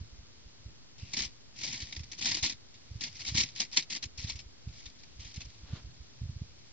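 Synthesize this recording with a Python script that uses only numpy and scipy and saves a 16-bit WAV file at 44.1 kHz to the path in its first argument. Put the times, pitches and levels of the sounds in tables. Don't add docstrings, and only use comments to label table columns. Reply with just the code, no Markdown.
import sys
import numpy as np
from scipy import signal
from scipy.fft import rfft, irfft
from scipy.io import wavfile
from scipy.ndimage import uniform_filter1d

SR = 44100
rng = np.random.default_rng(int(sys.argv[2]) if len(sys.argv) > 2 else 0)


def transcribe(u):
    v = np.clip(np.atleast_2d(u).T, -1, 1)
    q = np.round(v * 32767).astype(np.int16)
    wavfile.write(sys.argv[1], SR, q)


def makeup_ratio(level_db):
    decades = np.asarray(level_db, float) / 20
    return 10 ** decades


N = 296352

# (frequency [Hz], relative level [dB])
HISS_COLOUR = [(18, -35), (30, 8), (54, 5), (113, -14), (247, -7), (805, -17.5), (2280, -20), (4640, -13.5),
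               (7440, -20), (8580, -41.5), (11200, -65.5), (18900, -120)]
# (frequency [Hz], likeness [limited to -1..1])
HISS_LIKENESS = [(60, -1.3), (120, -1.3), (240, -0.16), (490, -0.26), (990, -0.18), (2000, 0.14),
                 (4030, -0.83), (8130, -0.84)]
# (time [s], sliding level [dB])
SLIDING = [(0.0, -68.5), (0.99, -72), (1.16, -51), (1.31, -67.5), (1.52, -70.5), (1.59, -55), (1.74, -45.5),
           (1.86, -53), (2.08, -65), (2.36, -40.5), (2.53, -71), (2.98, -64), (3.22, -53), (3.5, -68.5),
           (4.44, -71.5), (4.68, -67.5), (4.79, -55.5), (4.93, -68), (5.15, -66), (5.31, -57), (5.6, -67.5),
           (6.72, -67.5)]
# (frequency [Hz], relative level [dB])
PLATE_COLOUR = [(88, -22), (150, -7), (271, -7.5), (381, -17), (466, -54), (571, -20), (966, -17),
                (1360, -24), (1630, -14.5), (2180, -0.5), (2900, -3), (5250, 4), (7120, -5), (7900, -13),
                (8580, -40), (11200, -69), (18900, -120)]
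# (frequency [Hz], time to fall 60 dB [s])
PLATE_DECAY = [(250, .06), (1000, .035), (2200, .03), (5000, .014), (8000, .01)]
# (frequency [Hz], likeness [-1..1])
PLATE_LIKENESS = [(200, 1), (600, 0.82), (1000, 0.87), (2100, 0.68), (3100, 0.53), (4500, 0.37),
                  (6000, -0.51), (7500, -0.86)]
# (frequency [Hz], left minus right [dB])
PLATE_LEAN = [(300, -0.5), (1000, 1.5), (3000, 1.5), (4800, 4), (5500, -1), (7000, 3.5)]
# (frequency [Hz], relative level [dB])
SHUDDER_COLOUR = [(20, -8.5), (65, -2.6), (120, -1), (250, -20), (450, -37.5), (900, -62.5)]
# (time [s], depth of the dip before its low-pass [dB])
TABLE_BUMPS = [(0.0136, -33), (0.131, -42.5), (0.1943, -41), (0.463, -44), (0.663, -36), (1.0328, -32),
               (1.21, -40.5), (1.2625, -41.5), (1.832, -34.5), (1.9793, -36), (2.006, -33.5),
               (2.033, -42.5), (2.4319, -33.5), (2.916, -35.5), (2.9587, -33), (3.294, -39.5),
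               (3.3238, -30.5), (3.3518, -25), (3.3857, -35), (3.415, -38), (4.0623, -37.5), (4.191, -36.5),
               (4.248, -28), (4.3286, -45), (4.357, -36), (4.465, -41.5), (4.675, -30), (4.6937, -37),
               (4.869, -43), (5.169, -45.5), (5.198, -38.5), (5.257, -42), (5.38, -31), (5.4533, -42),
               (5.4717, -42), (5.637, -40), (5.7096, -39.5), (5.7353, -26), (5.8502, -37.5), (5.8702, -38),
               (6.0083, -39), (6.2188, -29), (6.2357, -31), (6.257, -32), (6.2953, -30), (6.3657, -33),
               (6.419, -27.5)]
# (time of the main blow [s], knock level [dB], brick pitch [Hz], fade of the rattle [s])
BRICK_KNOCKS = [(0.9837, -58, 2720, 1), (1.138, -34, 4050, 0.064), (1.174, -29, 4800, 0.046),
                (1.192, -32, 5480, 0.15), (1.2219, -36.5, 5580, 0.16), (1.2487, -40.5, 6020, 0.068),
                (1.5625, -52.5, 5460, 0.54), (1.591, -45, 5700, 0.076), (1.6133, -41.5, 5580, 0.17),
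                (1.6383, -35, 5980, 0.17), (1.6755, -38, 4120, 0.22), (1.7321, -36, 5970, 0.038),
                (1.7458, -37.5, 2180, 0.049), (1.805, -44, 4200, 0.065), (1.8206, -39.5, 4520, 0.089),
                (1.9277, -41, 5200, 0.059), (1.952, -46.5, 4600, 0.02), (1.9659, -42, 4840, 0.049),
                (1.9949, -47.5, 5400, 0.084), (2.0363, -48.5, 4900, 0.057), (2.1186, -44.5, 6000, 0.081),
                (2.1334, -44, 5130, 0.03), (2.181, -50.5, 4500, 0.1), (2.1903, -41, 6030, 0.051),
                (2.214, -38.5, 5080, 0.11), (2.2264, -35, 5200, 0.11), (2.2483, -34, 5100, 0.034),
                (2.2616, -28, 5040, 0.15), (2.292, -33, 5700, 0.1), (2.3148, -31, 4970, 0.087),
                (2.349, -31.5, 4570, 0.032), (2.3725, -34, 4700, 0.033), (2.3877, -37.5, 4900, 0.053),
                (2.4336, -29.5, 4000, 0.22), (2.445, -28.5, 5640, 0.043), (2.4621, -37, 5500, 0.14),
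                (2.5003, -36, 4540, 0.074), (2.525, -42, 4320, 0.049), (2.743, -56.5, 3640, 0.11),
                (3.012, -39.5, 4500, 0.25), (3.0404, -35.5, 4970, 0.095), (3.072, -43, 4060, 0.076),
                (3.154, -50, 5770, 0.16), (3.1965, -46.5, 4040, 0.099), (3.208, -44, 4500, 0.084),
                (3.2186, -38.5, 4250, 0.032), (3.252, -41.5, 3850, 0.058), (3.266, -37.5, 4240, 0.088),
                (3.283, -32.5, 3900, 0.1), (3.316, -45, 4950, 0.13), (3.35, -31.5, 4100, 0.35),
                (3.379, -25, 5910, 0.13), (3.406, -27.5, 5470, 0.089), (3.4382, -32.0, 3850, 0.022),
                (3.49, -49, 4200, 0.05), (3.553, -50.5, 5000, 0.098), (3.5634, -43, 4150, 0.29),
                (3.6045, -30, 5630, 0.12), (3.6515, -48, 4180, 0.028), (3.716, -51.5, 4500, 0.17),
                (3.7301, -40, 4330, 0.15), (3.7735, -25, 4240, 0.095), (3.798, -36.5, 4460, 0.06),
                (3.8252, -43.5, 3830, 0.07), (3.9047, -36, 5470, 0.09), (3.9245, -35, 4440, 0.084),
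                (3.9491, -36, 4100, 0.063), (3.9635, -38, 4140, 0.084), (4.03, -38.5, 6240, 0.083),
                (4.0412, -37, 4200, 0.017), (4.0565, -46, 7130, 0.051), (4.1796, -44.5, 5460, 0.46),
                (4.2423, -45, 4200, 0.07), (4.2756, -43.5, 4030, 0.13), (4.2962, -37, 5460, 0.14),
                (4.3584, -50, 5890, 0.13), (4.3918, -46.5, 5450, 0.11), (4.685, -58, 2630, 0.08),
                (4.8596, -46, 3630, 0.092), (4.9, -51, 4040, 0.024), (4.99, -62, 4000, 0.3),
                (5.037, -51, 5420, 0.027), (5.1975, -53, 3180, 0.48), (5.2483, -52, 5150, 0.19),
                (5.344, -48, 5900, 0.046), (5.361, -48.5, 3920, 0.13), (5.408, -46.5, 2390, 0.089),
                (5.419, -44.5, 2620, 0.043), (5.453, -51, 5300, 0.036), (5.5005, -58, 4640, 0.046)]
# (frequency [Hz], relative level [dB])
CLOTH_COLOUR = [(200, 6.5), (400, -1.5), (700, -2.5), (1400, -2.5), (2200, -5.5), (4000, -1), (6500, -12),
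                (8500, -26)]
# (frequency [Hz], likeness [-1..1])
CLOTH_LIKENESS = [(300, 0.82), (2000, 0.66), (5000, 0.035)]

HISS_DB = -56.5
CONTACTS_PER_S = 3000
LEAD = 160
SPOTS, SPOT_SAMPLES, SPOT_COLOUR_DB = 14, 80, 1.5
HAND_S, FREE_DB, HELD_DB = 3.1, 3, 1.2
REST_DB, AFTER_DB, PUSHED_DB, AFTER_T60 = -65.5, -19.5, -10.5, 0.2
BUMP_MS, NARROWING_DB_PER_DB = 6, 0.38
CREEP_S, CREEP_DB = 0.012, -22
BUILD_MS, BUILD_DB_PER_DB = 5, 0.45
SETTLE_DB = 18
BLOW_DB = 9.5
BRICK_DB, LONE_DB_PER_DB, BRICK_WIDTH_HZ = -7.5, 0.16, 220
THUMP_HZ, THUMP_T60, THUMP_FREE_DB, THUMP_HELD_DB = 269, 0.067, -9.5, -15
BRUSH_S, BRUSH_DB, BRUSH_RISE_DB_PER_S, BRUSH_FALL_DB_PER_S = 5.772, -49.5, 100, 333


def evened(x):
    return x / np.sqrt(np.mean(x ** 2) + 1e-20)


def read(points, hz):
    f, value = np.transpose(points)
    return np.interp(np.log(hz + 1), np.log(f + 1), value)


def smooth_wander(length, size):
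    noise = rng.standard_normal(length)
    return evened(uniform_filter1d(uniform_filter1d(noise, size=size), size=size))


def add(mix, s, sound):
    sound = sound[..., max(-round(s * SR), 0):]
    part = mix[..., max(round(s * SR), 0):][..., :sound.shape[-1]]
    part += sound[..., :part.shape[-1]]


def noise_pair(length, likeness):
    hz = np.fft.rfftfreq(length, 1 / SR)
    left, other = rfft(rng.standard_normal((2, length)))
    c = np.clip(read(likeness, hz), -1, 1)
    return hz, np.array([left, c * left + np.sqrt(1 - c ** 2) * other])


def stereo_noise(colour, likeness):
    hz, spectra = noise_pair(N, likeness)
    return evened(irfft(makeup_ratio(read(colour, hz)) * spectra, N))


def hiss():
    return makeup_ratio(HISS_DB) * stereo_noise(HISS_COLOUR, HISS_LIKENESS)


def sliding_gain():
    return makeup_ratio(np.interp(np.arange(N) / SR, *np.transpose(SLIDING)))


def contacts(length, spread_db):
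    size = makeup_ratio(spread_db * np.minimum(rng.exponential(1, length), 4))
    signed = size * rng.choice([-1, 1], length)
    return evened(signed * (rng.random(length) < CONTACTS_PER_S / SR))


def sliding():
    return sliding_gain() * contacts(N, spread_db=4.0)


def plate_ring():
    hz, spectra = noise_pair(4096, PLATE_LIKENESS)
    f, t, frames = signal.stft(irfft(spectra), SR, nperseg=256)
    t60 = np.clip(read(PLATE_DECAY, f), 0.005, 1)[:, None]
    ring = signal.istft(frames * makeup_ratio(-60 * t / t60), SR, nperseg=256)[1][:, :4096]
    z = rfft(ring)
    z /= np.sqrt(uniform_filter1d(abs(z) ** 2, size=41, axis=1))
    humps = SPOT_COLOUR_DB * smooth_wander(len(hz), 60)
    lean = np.outer([0.5, -0.5], read(PLATE_LEAN, hz))
    z *= makeup_ratio(humps + read(PLATE_COLOUR, hz) + lean)
    ring = np.roll(irfft(z), LEAD, axis=1)[:, :3072] * signal.windows.tukey(3072, 0.08)
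    return ring / np.linalg.norm(ring.mean(0))


def plate(drive):
    spot = rng.integers(0, SPOTS, N // SPOT_SAMPLES + 1).repeat(SPOT_SAMPLES)[:N]
    sound = np.zeros((2, N))
    for k in range(SPOTS):
        struck = (drive * (spot == k))[None]
        sound += signal.oaconvolve(struck, plate_ring(), axes=1)[:, LEAD:N + LEAD]
    low_modes = signal.sosfiltfilt(signal.butter(2, 1100, fs=SR, output="sos"), sound)
    lift = makeup_ratio(np.where(np.arange(N) < HAND_S * SR, FREE_DB, HELD_DB))
    return sound + (lift - 1) * low_modes


def table_shudder():
    after, late = np.zeros(N), np.arange(SR // 2) / SR
    for at, db in TABLE_BUMPS:
        dying = makeup_ratio(db + AFTER_DB - 60 * late / AFTER_T60)
        add(after, at, np.minimum(late / 0.0033, 1) * dying)
    hz = np.fft.rfftfreq(N, 1 / SR)
    rumble = irfft(makeup_ratio(read(SHUDDER_COLOUR, hz)) * rfft(rng.standard_normal(N)), N)
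    lumps = makeup_ratio(2.5 * smooth_wander(N, 900))
    return evened(rumble * lumps) * (makeup_ratio(REST_DB) + after + makeup_ratio(PUSHED_DB) * sliding_gain())


def table_bumps():
    out, t = np.zeros(N), np.arange(-0.03, 0.06, 1 / SR)
    for at, db in TABLE_BUMPS:
        u = 1000 * t / (BUMP_MS * makeup_ratio(-NARROWING_DB_PER_DB * (db + 40.5)))
        half_turns = np.log1p(0.57 * abs(u)) / np.log1p(0.77)
        envelope = np.where(u < 0, np.exp(-0.22 * u ** 2), np.exp(-0.6 * u))
        add(out, at - 0.03, -makeup_ratio(db) * np.cos(np.pi * half_turns) * envelope)
    return signal.sosfilt(signal.butter(2, 420, fs=SR, output="sos"), out)


def table():
    return (table_shudder() + table_bumps()) * makeup_ratio([[-1.2], [1.2]])


def knock_contacts(t, db, fade, rise):
    creep = makeup_ratio(CREEP_DB) * np.minimum(t / CREEP_S, 1)
    age = np.maximum(t - CREEP_S - rise, 0) / max(fade, 0.02)
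    fall_db = (65 - SETTLE_DB) * age + SETTLE_DB * (2 * age) ** 2 / 2
    force = np.clip((t - CREEP_S) / rise, creep, 1) * makeup_ratio(db - fall_db)
    hits = force * contacts(len(t), spread_db=3)
    hits[round((CREEP_S + rise) * SR)] = makeup_ratio(db + BLOW_DB)
    return hits


def brick_ring(hits, db, hz):
    r, turn = np.exp(-np.pi * BRICK_WIDTH_HZ / SR), 2 * np.pi * hz / SR
    gain = 2 * np.sqrt(1 - r) * np.sin(turn)
    ring = signal.lfilter([gain], [1, -2 * r * np.cos(turn), r * r], hits)
    return makeup_ratio(BRICK_DB - LONE_DB_PER_DB * (db + 42)) * ring


def plate_thump(t, at, db, bend):
    level = db + (THUMP_FREE_DB if at < HAND_S else THUMP_HELD_DB)
    envelope = np.minimum(t / 0.0038, 1) * makeup_ratio(level - 60 * t / THUMP_T60)
    return envelope * np.sin(2 * np.pi * THUMP_HZ * bend * t)


def bricks():
    drive, rings = sliding(), np.zeros((2, N))
    t = np.arange(SR // 4) / SR
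    for at, db, hz, fade in BRICK_KNOCKS:
        side, bend = rng.uniform([0.54, 0.7], [1.9, 1.3])
        rise = np.clip(BUILD_MS / 1000 * makeup_ratio(BUILD_DB_PER_DB * (db + 40)), 0.0005, 0.04)
        start = at - CREEP_S - rise - 0.0015
        hits = knock_contacts(t, db, fade, rise)
        add(drive, start, hits)
        add(rings, at - 0.003, plate_thump(t, at, db, bend))
        add(rings, start, np.outer([2 - side, side], brick_ring(hits, db, hz)))
    return rings + plate(drive)


def sleeve():
    t = np.arange(N) / SR - BRUSH_S
    swell = np.minimum(BRUSH_RISE_DB_PER_S * t, -BRUSH_FALL_DB_PER_S * t)
    return makeup_ratio(BRUSH_DB + swell) * stereo_noise(CLOTH_COLOUR, CLOTH_LIKENESS)


def scene():
    return hiss() + table() + bricks() + sleeve()


def top_cut(x):
    return signal.sosfilt(signal.butter(12, 8730, fs=SR, output="sos"), x)


def record(dry):
    low_cut = signal.sosfilt(signal.butter(2, 36, "high", fs=SR, output="sos"), dry)
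    band = signal.sosfilt(signal.cheby2(8, 42, 8950, fs=SR, output="sos"), low_cut)
    finished = band - 0.0011
    return top_cut(finished)


dry = scene()
out = record(dry)
transcribe(out)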